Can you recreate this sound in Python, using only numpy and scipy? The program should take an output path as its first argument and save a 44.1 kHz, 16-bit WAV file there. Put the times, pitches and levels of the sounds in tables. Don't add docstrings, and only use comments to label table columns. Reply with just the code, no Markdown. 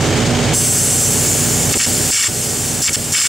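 import sys
import numpy as np
from scipy import signal
from scipy.fft import rfft, irfft
from scipy.io import wavfile
from scipy.ndimage import uniform_filter1d

SR = 44100
rng = np.random.default_rng(int(sys.argv[2]) if len(sys.argv) > 2 else 0)


def voltage_ratio(level):
    return 10 ** (np.asarray(level, float) / 20)


def unload_wav(signal):
    wavfile.write(
        sys.argv[1],
        SR,
        np.round(np.clip(np.atleast_2d(signal).T, -1, 1) * 32767).astype(np.int16),
    )


N = 144648


def rms_one(x):
    return x / np.sqrt(np.mean(x ** 2) + 1e-20)


def at_hz(points, hz):
    table_hz, values = np.array(points).T
    return np.interp(np.log(hz + 1), np.log(table_hz), values)


def drift(rate_hz):
    r = np.exp(-32 * np.pi * rate_hz / SR)
    noise = rng.standard_normal(N // 16 + 3002)
    slow = signal.lfilter([1], [1, -2 * r, r * r], noise)[3000:]
    return np.interp(np.arange(N) / 16, np.arange(len(slow)), rms_one(slow - slow.mean()))


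def colour(pair, spectrum, peaks=(), alike=None, pan=None):
    hz = np.fft.rfftfreq(N, 1 / SR)
    db = at_hz(spectrum, hz)
    for peak_hz, width_hz, peak_db in peaks:
        db = db + peak_db / (1 + (2 * (hz - peak_hz) / width_hz) ** 2)
    likeness = np.clip(alike if np.isscalar(alike) else at_hz(alike, hz), 0, 1)
    mid, side = rfft(pair) * voltage_ratio(db)
    mid = np.sqrt(1 + likeness) * mid
    side = np.sqrt(1 - likeness) * side
    tilt = voltage_ratio((0 if pan is None else at_hz(pan, hz)) / 2)
    return rms_one(irfft([(mid + side) * tilt, (mid - side) / tilt], N))


# start_s, length_s, level_db, roar_share_db
STRIKES = [
    (1.723, 0.015, 10, -9),
    (1.735, 0.008, -2, 15),
    (1.776, 0.08, 6, 0),
    (2.107, 0.17, 11, 0),
    (2.818, 0.06, 9, -3),
    (2.869, 0.017, -7, 16),
    (2.89, 0.0041, -3, 6),
    (2.929, .029, 9.5, 5),
    (3.121, 0.15, 9, 0.5),
    (3.224, 0.053, -13, 7.5),
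]
# pitch_hz, level_db (per Hz)
SIZZLE = [(800, -51), (4200, -9), (5300, -6), (7300, -0.5), (9000, -9.5), (11000, -23.5), (14000, -30.5),
          (16000, -16.5)]
# pitch_hz, width_hz, level_db
SIZZLE_PEAKS = [(4400, 190, 1.5), (5310, 350, 4.5), (6100, 280, -5), (7360, 280, 6), (8550, 190, 5.5),
                (10600, 700, 11), (11200, 400, -3), (12600, 1400, 9), (14500, 430, -9)]
# pitch_hz, level_db (per Hz)
FLASH = [(2000, -60), (9000, -15), (10800, 3), (13500, -6), (14200, -23), (16000, 5)]
# pitch_hz, level_db (per Hz)
ARC_ROAR = [(100, -37), (950, -16), (1300, -6), (2300, -0.5), (3500, 0.5), (4100, -6), (6000, -8),
            (11000, -50)]
# pitch_hz, width_hz, level_db
ARC_ROAR_PEAKS = [(1185, 67, 3.1), (1843, 84, 5.9), (2260, 83, 10), (2770, 100, 1.7), (3230, 130, 2.7)]
# pitch_hz, width_hz, level_db
HOLLOWS = [(2040, 250, -4), (2395, 120, -15.5), (3275, 220, -8.5), (3915, 290, -12), (4700, 140, -6),
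           (5100, 100, 0.5), (5520, 110, -3), (6810, 310, -9.5), (7930, 190, -3), (8750, 160, -6),
           (9200, 250, -4.5), (13300, 250, 3)]
# pitch_hz, likeness (0-1)
TORCH_ALIKE = [(1000, .9), (2500, .97), (5000, .975), (7500, .975), (12000, .99)]


def arc():
    attack_s, release_s, flash_s, roar_lag_s = 0.005, 0.002, 0.0058, 0.017
    flash_db, roar_db = -17.5, -7
    t = np.arange(N) / SR
    sizzle, flash, roar = np.zeros((3, N))
    for start_s, length_s, level_db, share_db in STRIKES:
        u = np.maximum(t - start_s, 0)
        off = np.exp(-np.maximum(u - length_s, 0) / release_s)
        sizzle += voltage_ratio(level_db) * (1 - np.exp(-u / attack_s)) * off
        flash += voltage_ratio(level_db + flash_db) * u / flash_s * np.exp(1 - u / flash_s) * off
        swell = 1 - np.exp(-(u / min(roar_lag_s, length_s / 2)) ** 2)
        roar += voltage_ratio(level_db + share_db + roar_db) * swell * off

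    spark_db = 2.8 * np.minimum(rng.exponential(1, N), 5)
    sparks_per_s, spark_share = 6500, 0.65
    sizes = voltage_ratio(spark_db) * rng.choice([-1, 1], N)
    sparks = rms_one(sizes * (rng.random(N) < sparks_per_s / SR))
    sputter = voltage_ratio(-1.5 * (drift(36.0) + drift(150.0)))
    burn = spark_share * sparks + (1 - spark_share) * rng.standard_normal((2, N))
    burn = burn * sputter
    burn[1] = np.roll(burn[1], N // 3)

    sizzling = sizzle * colour(burn, SIZZLE, SIZZLE_PEAKS + HOLLOWS, TORCH_ALIKE)
    flashing = flash * colour(burn, FLASH, HOLLOWS, TORCH_ALIKE)
    roaring = colour(burn[:, ::-1], ARC_ROAR, ARC_ROAR_PEAKS + HOLLOWS, TORCH_ALIKE)
    return sizzling + flashing + roar * voltage_ratio(0.84 * drift(39.0)) * roaring


# time_s, level_db
AIR = [
    (0, -35),
    (.525, -34),
    (0.548, -5),
    (.75, -5.5),
    (1.1, -7),
    (1.6, -11),
    (1.9, -7.5),
    (2.4, -7.5),
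    (2.8, -9),
    (3.28, -10),
]
# pitch_hz, level_db (per Hz)
JET = [(800, -40), (1500, -17), (4000, -11.5), (6000, -8.5), (8000, -5), (11000, -15), (14000, -22.5),
       (16000, -12)]
POSE_S = [0.98, 1.45, 1.7]
# pitch_hz, width_hz, level_db
POSES = [
    [(6200, 500, 6.5), (7280, 820, 7), (8280, 930, 7), (9400, 560, -2), (10650, 1000, 10.5),
     (11600, 600, -4), (13450, 950, 11.5), (14600, 900, -10)],
    [(6650, 320, 9), (7100, 550, 11), (8400, 700, 2.5), (8800, 430, -3), (10000, 2000, 5.5),
     (11160, 500, -8), (12400, 800, 8), (13700, 370, 2)],
    [(6540, 420, 1.5), (7110, 530, 7.5), (8400, 640, 4), (9400, 400, -2), (10800, 1000, 5.5),
     (11600, 800, -6.5), (12850, 1200, 6.5), (14900, 690, -12)],
]


def air_jet():
    t = np.arange(N) / SR
    time_s, level_db = np.transpose(AIR)
    flutter_db = 0.47 * (drift(4.0) + drift(60.0))
    level = voltage_ratio(np.interp(t, time_s, level_db) + flutter_db)
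    air = rng.standard_normal((2, N))
    hiss = 0
    for weights, peaks in zip(np.eye(len(POSES)), POSES):
        share = np.interp(t, POSE_S, weights)
        hiss = hiss + share * colour(air, JET, peaks + HOLLOWS, TORCH_ALIKE)
    return level * hiss


def patchy(x, spread_db):
    spec = signal.stft(x, nperseg=512)[2]
    field = rng.standard_normal(spec.shape[1:])
    field = uniform_filter1d(field, size=3, axis=0)
    field = uniform_filter1d(field, size=5, axis=1)
    return signal.istft(spec * voltage_ratio(spread_db * rms_one(field)), nperseg=512)[1][:, :N]


ORDERS = [2, 3, 4, 4.5, 5, 5.5, 8, 10, 11.5, 13.5, 14, 15, 16, 18.5, 20]
ORDER_DB = [-33.5, -30, -27, -35, -29.5, -36.5, -28, -38.5, -37.5, -36.5, -34.5, -40, -39, -37, -40.5]
# pitch_hz, level_db (per Hz)
ROAR = [(30, -18), (75, -49), (115, -5), (420, -11), (1010, -20.5), (8000, -25.5), (10300, -41.5),
        (16000, -50)]
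# pitch_hz, width_hz, level_db
ROAR_PEAKS = [(762, 130, 4.5), (1540, 900, 1), (2270, 160, 4), (3100, 420, 4), (4030, 130, -2),
              (5950, 520, -1.5), (6630, 130, 8.5)]
# pitch_hz, level_db
ENGINE_PAN = [(60, -3.5), (110, -4.5), (200, -5.0), (380, -4.0), (700, -1.0), (1290, -2.0), (2380, -1.0),
              (4400, 0.0), (8120, 0.8), (15000, 0.0)]
# pitch_hz, likeness (0-1)
ENGINE_ALIKE = [(60, 1), (130, 1), (290, 0.85), (640, 0.85), (1410, 0.82), (3100, 0.82), (6820, 0.59),
                (15000, 1)]


def engines():
    shaft_hz, wander_hz, roar_db = 30.27, 5, -14.5
    t = np.arange(N) / SR
    tones = [(99.14, -30)]
    tones += [(order * shaft_hz, db) for order, db in zip(ORDERS, ORDER_DB)]
    drone = 0
    for hz, db in tones:
        phase = 2 * np.pi * (hz * t + rng.random()) + 0.25 * drift(wander_hz)
        sides = voltage_ratio(at_hz(ENGINE_PAN, hz) / 2 * np.array([[1], [-1]]))
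        level = np.sqrt(2) * voltage_ratio(db + 6 + 1.2 * drift(wander_hz))
        drone = drone + sides * level * np.sin(phase)
    throb_db = -0.5 * np.sin(2 * np.pi * shaft_hz * t + 1.8 * drift(8.6))
    surge_db = -0.32 * drift(38.0)
    noise = voltage_ratio(throb_db + surge_db) * rng.standard_normal((2, N))
    return drone + voltage_ratio(roar_db) * colour(noise, ROAR, ROAR_PEAKS, ENGINE_ALIKE, ENGINE_PAN)


def scene():
    return patchy(arc() + air_jet(), 1.5) + engines()


def automatic_gain(dry):
    ceiling_db, fast_s, slow_s, creep_db_per_s = -13.5, 0.0012, 0.53, 3.5
    window = int(0.006 * SR) + 1
    power = np.sqrt(np.abs(uniform_filter1d(np.mean(dry ** 4, 0), window)) / 3)
    r = np.exp(-1 / (fast_s * SR))
    smooth = signal.lfilter([1 - r], [1, -r], power, zi=[power[0] * r])[0]
    fast = 10 * np.log10(smooth + 1e-12)
    step, slow, held = 44, ceiling_db, []
    for db in fast[::step]:
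        if db > slow:
            slow += (db - slow) * step / SR / slow_s
        else:
            slow -= creep_db_per_s * step / SR
        held.append(slow)
    loudest = np.maximum(fast, np.repeat(held, step)[:N])
    return dry * voltage_ratio(ceiling_db - np.maximum(loudest, ceiling_db))


def top_cut(x):
    return signal.sosfilt(signal.butter(12, 16090, fs=SR, output="sos"), x)


def record(dry):
    end_fade_s, clip = 0.008, 1.3
    x = automatic_gain(dry) * np.minimum((N - np.arange(N)) / SR / end_fade_s, 1)
    x = clip * np.tanh(x / clip)
    x = signal.sosfilt(signal.ellip(12, 0.5, 60, 15700, fs=SR, output="sos"), x)
    x = signal.sosfilt(signal.butter(2, 35, "high", fs=SR, output="sos"), x)
    return top_cut(x)


dry = scene()
out = record(dry)
unload_wav(out)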